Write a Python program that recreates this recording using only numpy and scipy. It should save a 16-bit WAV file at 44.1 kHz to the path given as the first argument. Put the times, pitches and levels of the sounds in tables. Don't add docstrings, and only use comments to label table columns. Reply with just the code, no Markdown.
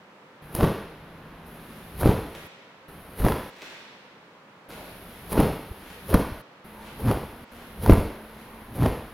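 import sys
import numpy as np
from scipy import signal
from scipy.fft import rfft, irfft
from scipy.io import wavfile

SR = 44100
rng = np.random.default_rng(int(sys.argv[2]) if len(sys.argv) > 2 else 0)


def inscribe(sig):
    pcm = np.round(np.clip(np.atleast_2d(sig).T, -1, 1) * 32767)
    wavfile.write(sys.argv[1], SR, pcm.astype(np.int16))


N = 402633
TIME = np.arange(N) / SR

# (time of top speed [s], run-up [s], swish [dB], billow [dB], weave hiss [dB])
STROKES = [(0.633, 0.082, -16, -29, -40), (2.074, 0.078, -15.5, -18.5, -38),
           (3.282, 0.098, -18, -26.5, -37), (5.41, .1, -15, -21, -37), (6.148, 0.062, -17, -23, -39),
           (7.111, 0.12, -21.5, -24, -41), (7.910, 0.086, -17.5, -14.5, -38),
           (8.858, 0.11, -21.5, -23.5, -42)]
# (frequency [Hz], level [dB])
SWISH = [(40, -12.5), (100, 1.5), (190, 2.5), (300, -1.5), (450, 1), (680, -6), (950, -9.5), (1500, -21.5),
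         (2500, -25.5), (4200, -31.5), (7500, -47), (9000, -73)]
# (frequency [Hz], level [dB])
BILLOW = [(15, -17), (35, -12), (60, -2), (110, -6), (200, -12), (500, -41), (1500, -62)]
# (frequency [Hz], level [dB])
WEAVE = [(2000, -3), (4000, -6), (6500, -15), (8100, -22), (9000, -7.5), (9900, 0.5), (11500, 2.5),
         (13000, -2.5), (16000, -8.5)]
# (frequency [Hz], level [dB])
SLAP = [(150, 4), (500, -5.5), (900, 9), (1700, -2.5), (3000, -14.5), (5000, -21), (7800, -30.5),
        (10000, -44), (16000, -39)]
RISE_SHARE, BRAKE_S = 0.56, 0.068
CRACKLE_DB, RUB_DB = -16.5, -6.5


def strokes():
    swish, billow, crackle, weave = np.zeros((4, N))
    for s, run_up, swish_db, billow_db, weave_db in STROKES:
        force = undb(swish_db)
        moving = between(s - run_up, N / SR + 1, 0.023)
        speed = swell(s, RISE_SHARE * run_up, BRAKE_S)
        swish += force * speed * (0.19 + 0.49 * moving)
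        billow += undb(billow_db) * speed ** 1.17
        crackle += undb(CRACKLE_DB) * force * speed * moving
        weave += undb(weave_db) * swell(s, 0.11, 0.082) * (0.26 + 0.53 * moving)
        weave += undb(RUB_DB) * force ** 2 * swell(s - run_up + 0.015, 0.019, 0.012)
    flutter = unit(colour(grains(2600, 3.9), SWISH))
    creases = unit(colour(grains(900, 6.1), SLAP))
    threads = unit(colour(grains(6000, 2.3), WEAVE))
    return swish * flutter + crackle * creases + billow * noise(BILLOW) + weave * threads


# (start [s], end [s], mean flap rate [Hz], drive towards the end [dB])
FLAPPING = [(3.2, 3.238, 52, -19.5), (7.042, 7.107, 121, -14.5), (7.906, 7.938, 47.7, -7.5),
            (8.790, 8.853, 122, -15.5)]


def flapping(uneven=0.23, overtone=0.68, slap_db=-9):
    out = np.zeros(N)
    wander = noise([(60, 2.5), (150, -27), (400, -54)])
    slap = noise(SLAP)
    for start, end, hz, db in FLAPPING:
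        rate = hz * (1 + uneven * wander) * (TIME > start)
        phase = 2 * np.pi * np.cumsum(rate) / SR
        size = undb(db) * between(start, end, 0.0016) * swell(end, 0.052, 0.01)
        ripple = np.sin(phase) + overtone * np.sin(2 * phase)
        crest = np.exp(4 * (np.cos(phase) - 1))
        out += size * (ripple + undb(slap_db) * crest * slap)
    return out


# (time [s], peak of the push [dB], pitch [Hz])
SNAPS = [(0.632, -6, 273), (2.032, -14, 490), (2.059, -6, 229), (2.094, -11.5, 160), (3.249, -11, 103),
         (3.2652, -10, 450), (5.379, -13, 300), (5.394, -5, 221), (6.146, -3, 198), (7.113, -10.5, 530),
         (7.8971, 1, 250), (7.983, -12.5, 161), (8.8612, -12, 525)]
# (time [s], peak of the push [dB])
HEELS = [(5.716, -29), (6.324, -27.5)]
HEEL_HZ = 59
SLEEVE_LAG_S, SLEEVE_PITCH, SLEEVE_DB = 0.0029, 0.34, -6
REBOUND_S, REBOUND_PITCH, REBOUND_DB = 0.01006, 0.77, -5


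def pops():
    sleeves = [(s + SLEEVE_LAG_S, db + SLEEVE_DB, hz * SLEEVE_PITCH) for s, db, hz in SNAPS]
    rebounds = [(s + REBOUND_S, db + REBOUND_DB, hz * REBOUND_PITCH) for s, db, hz in SNAPS]
    thuds = [(s, db, HEEL_HZ) for s, db in HEELS]
    push, strain = np.zeros((2, N))
    for s, db, hz in SNAPS + sleeves + rebounds + thuds:
        near = abs(TIME - s) < 1 / hz
        u = 2 * np.pi * hz * (TIME[near] - s)
        push[near] -= undb(db) * u * np.exp((1 - u ** 2) / 2)
        strain[near] += undb(db) * np.exp(-(u / 1.8) ** 2)
    crackle = unit(colour(grains(3600, 2.6), SWISH))
    return push + undb(-13.5) * strain * crackle


# (time [s], drive of the bright tick [dB], drive of the mid slap [dB])
CRACKS = [(0.5508, -11, -27), (0.6086, -26, -7.5), (2.011, -25, -24), (3.2508, -18, -15), (3.285, -27, -6),
          (3.322, -24, -10.5), (5.3285, -15, -16), (5.402, -14.5, -13), (6.1419, -10, -3),
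          (7.084, -27, -12), (7.862, -20, -7.5), (7.91, -18, -8.5), (7.934, -18, -14), (8.832, -29, -13)]
# (frequency [Hz], level [dB])
CRACK = [(200, 10.5), (900, 8), (2000, -15), (4500, -8.5), (7800, -18), (10000, 3.5), (12000, -1),
         (16000, -7)]
SLAP_HZ, SLAP_DB_PER_OCTAVE = 410, 13
TICK_DB = -17


def cracks():
    ticks, slaps = np.zeros((2, N))
    for s, db, hz in SNAPS:
        slaps[int(s * SR)] += undb(db + SLAP_DB_PER_OCTAVE * np.log2(hz / SLAP_HZ))
    ticks += undb(TICK_DB) * slaps
    for s, tick_db, slap_db in CRACKS:
        ticks[int(s * SR)] += undb(tick_db)
        slaps[int(s * SR)] += undb(slap_db)
    return burst(ticks, 0.0027, -14.5, CRACK) + undb(-7.0) * burst(slaps, 0.0026, -16.0, SLAP)


# (frequency [Hz], level [dB])
ECHO = [(40, -5.5), (120, -15.5), (240, -5), (450, -1.5), (750, -4), (2000, 1), (6000, 1), (12000, 1)]
# (frequency [Hz], reverberation time T60 [s])
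NEAR_T60 = [(60, 0.4), (200, 0.42), (600, 0.61), (2000, 0.84), (5000, 0.75), (12000, 0.39)]


def short_echo(cloth):
    return undb(-9.0) * reverb(colour(cloth, ECHO), NEAR_T60, 0.036)


# (time [s], drive [dB], fall [s])
STEPS = [(2.352, -38.5, 0.0075), (3.621, -40.5, 0.0097), (4.702, -44, 0.038)]
# (time [s], drive [dB], rise [s])
SCUFFS = [(1.76, -56, 0.19), (2.42, -55, 0.16), (3.67, -49, 0.24), (4.86, -53.5, 0.07), (5.15, -53, 0.084),
          (5.90, -48.5, 0.1), (6.875, -49, 0.078), (7.59, -53.5, 0.12), (8.39, -58, 0.12)]
# (frequency [Hz], level [dB])
SCUFF = [(100, -14), (350, 3), (1000, -3.5), (2000, -1.5), (3500, -6.5), (6000, -15.5), (9000, -21.5),
         (16000, -25)]
# (time [s], drive [dB], rise [s], fall [s], pitch [Hz], width [Hz])
SLIDES = [(1.62, -49, 0.11, 0.2, 204, 80), (4.702, -37.5, 0.0027, 0.024, 180, 350),
          (4.790, -45.5, 0.07, 0.041, 630, 339), (6.78, -51.5, 0.07, 0.097, 940, 300),
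          (8.53, -52, .10, 0.058, 940, 300)]
TOUCH_S = 0.0018
SCUFF_FALL = 0.57


def feet():
    pressure, pitched = np.zeros((2, N))
    for s, db, fall in STEPS:
        pressure += undb(db) * swell(s, TOUCH_S, fall)
    for s, db, rise in SCUFFS:
        pressure += undb(db) * swell(s, rise, SCUFF_FALL * rise)
    for s, db, rise, fall, hz, width_hz in SLIDES:
        pitched += undb(db) * swell(s, rise, fall) * resonance(hz, width_hz)
    return pressure * unit(colour(grains(5000, 6.0), SCUFF)) + pitched


# (start [s], end [s])
HISS = [(0.421, 2.474), (2.882, 3.5), (4.688, 6.418), (6.644, 7.445), (7.516, 9.2)]
# (frequency [Hz], level [dB])
RUMBLE = [(20, -6.5), (45, 4), (110, -2.5), (190, 0.5), (320, -3.5), (500, -4.5), (750, -8), (980, -9.5),
          (1500, -10.5), (4000, -25), (8000, -50.5)]
# (time [s], mean frequency [Hz], level [dB])
HUM = [(0.45, 159, -50), (2.4, 157, -56), (3.0, 170, -62), (6.299, 190, -56), (6.7, 224, -51),
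       (9.1, 221, -52)]
# (time [s], level [dB])
HISS_TREBLE = [(0.45, -61), (0.94, -68), (1.444, -67), (1.47, -56), (3.3, -57), (4.8, -53), (6.7, -57.5),
               (9.1, -58)]
RUMBLE_DB = -47.5


def close_hiss(waver=0.036):
    drift = noise([(3, 1.5), (12, -21.0), (40, -91)])
    times, hum_hz, hum_db = np.transpose(HUM)
    rate = np.interp(TIME, times, hum_hz) * (1 + waver * drift)
    phase = 2 * np.pi * np.cumsum(rate) / SR
    hum = undb(np.interp(TIME, times, hum_db)) * unit(np.sin(phase))
    treble = undb(np.interp(TIME, *np.transpose(HISS_TREBLE))) * noise(WEAVE)
    is_open = sum(between(start, end, 0.0061) for start, end in HISS)
    return is_open * (undb(RUMBLE_DB) * noise(RUMBLE) + hum + treble)


# (frequency [Hz], level [dB])
LATE_WASH = [(100, -27), (300, -7), (700, -3), (1500, -5.5), (3000, 3), (6000, 3.5), (9000, -15),
             (16000, -36)]
# (frequency [Hz], reverberation time T60 [s])
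HALL_T60 = [(200, 0.55), (1500, 1.42), (4000, 1.74), (12000, 0.25)]


def wide_reverberation(cloth, steps):
    late = np.interp(TIME - 0.125, TIME, colour(cloth, LATE_WASH), left=0)
    source = undb(-25.5) * late + undb(-1.5) * steps
    return widen(reverb(source, HALL_T60, 0.0081), reverb(source, HALL_T60, 0.01))


# (frequency [Hz], level [dB])
AIR = [(20, -66), (45, -25), (90, -11.5), (175, 1), (250, -1), (315, -4.5), (520, -0.5), (700, -6),
       (930, -3), (1600, -8.5), (3200, -18.5), (5000, -27.5), (8500, -36.5), (15500, -40.5)]
AIR_DB = -52.5


def hall_air():
    return undb(AIR_DB) * widen(noise(AIR), noise(AIR))


# (frequency [Hz], level [dB])
WIDTH = [(60, -26), (110, -49), (200, -33), (380, -13), (700, -9.5), (1290, -4), (2400, 1), (15000, -0.5)]


def widen(mid, side):
    return mid + colour(side, WIDTH) * np.array([[1], [-1]])


def reverb(x, t60s, build):
    t = TIME[:65536]
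    white = rfft(rng.standard_normal(len(t)))
    hz = np.fft.rfftfreq(len(t), 1 / SR)
    octave = np.log2(np.clip(hz, 64, 16384))
    tail = 0
    for k in range(6, 15):
        band = irfft(white * np.maximum(1 - abs(octave - k), 0))
        tail = tail + band * np.exp(-np.log(1000) * t / read(t60s, 2 ** k))
    tail = tail * (1 - np.exp(-(t / build) ** 2))
    return signal.fftconvolve(x, tail / np.sqrt(np.sum(tail ** 2)))[:N]


def burst(sizes, ring, fray_db, points):
    decay = signal.lfilter([1], [1, -np.exp(-1 / (ring * SR))], sizes)
    fray = decay * rng.standard_normal(N)
    peak = np.max(abs(colour(signal.unit_impulse(512), points)))
    return colour(sizes + undb(fray_db) * fray, points) / peak


def undb(db):
    return 10 ** (np.asarray(db) / 20)


def unit(x):
    return x / np.sqrt(np.mean(x ** 2))


def read(points, hz):
    f, value = np.transpose(points)
    return np.interp(np.log(np.maximum(hz, 1)), np.log(f), value)


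def colour(x, points):
    size = 8192
    cepstrum = irfft(np.log(undb(read(points, np.fft.rfftfreq(size, 1 / SR)))))
    cepstrum[1:size // 2] *= 2
    cepstrum[size // 2 + 1:] = 0
    return signal.oaconvolve(x, irfft(np.exp(rfft(cepstrum))))[:len(x)]


def noise(points):
    return unit(colour(rng.standard_normal(N), points))


def resonance(hz, width_hz):
    b, a = signal.iirpeak(hz, hz / width_hz, fs=SR)
    once = signal.lfilter(b, a, rng.standard_normal(N))
    return unit(signal.lfilter(b, a, once))


def grains(per_second, spread_db):
    levels_db = spread_db * np.minimum(rng.exponential(size=N), 4)
    sizes = undb(levels_db) * rng.choice([-1, 1], N)
    return unit(sizes * (rng.random(N) < per_second / SR))


def swell(s, rise, fall):
    return np.exp(-np.minimum(np.maximum((s - TIME) / rise, (TIME - s) / fall), 20))


def between(start, end, edge):
    return np.clip(np.minimum(TIME - start, end - TIME) / edge + 0.5, 0, 1)


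def scene():
    cloth = strokes() + flapping() + pops() + cracks()
    steps = feet()
    switched_in = np.minimum(sum(between(start, end, 0.019) for start, end in HISS), 1)
    close = switched_in * (cloth + short_echo(cloth)) + close_hiss()
    wide = wide_reverberation(cloth, steps) + hall_air()
    lean_db = 0.96
    return close + undb(-0.5) * steps + wide * undb(lean_db * np.array([[-0.5], [0.5]]))


TOP_HZ = 15900


def record(dry):
    steep_cut = signal.ellip(10, 0.2, 80, TOP_HZ, fs=SR, output="sos")
    return signal.sosfilt(steep_cut, np.clip(dry, -1, 1))


dry = scene()
out = record(dry)
inscribe(out)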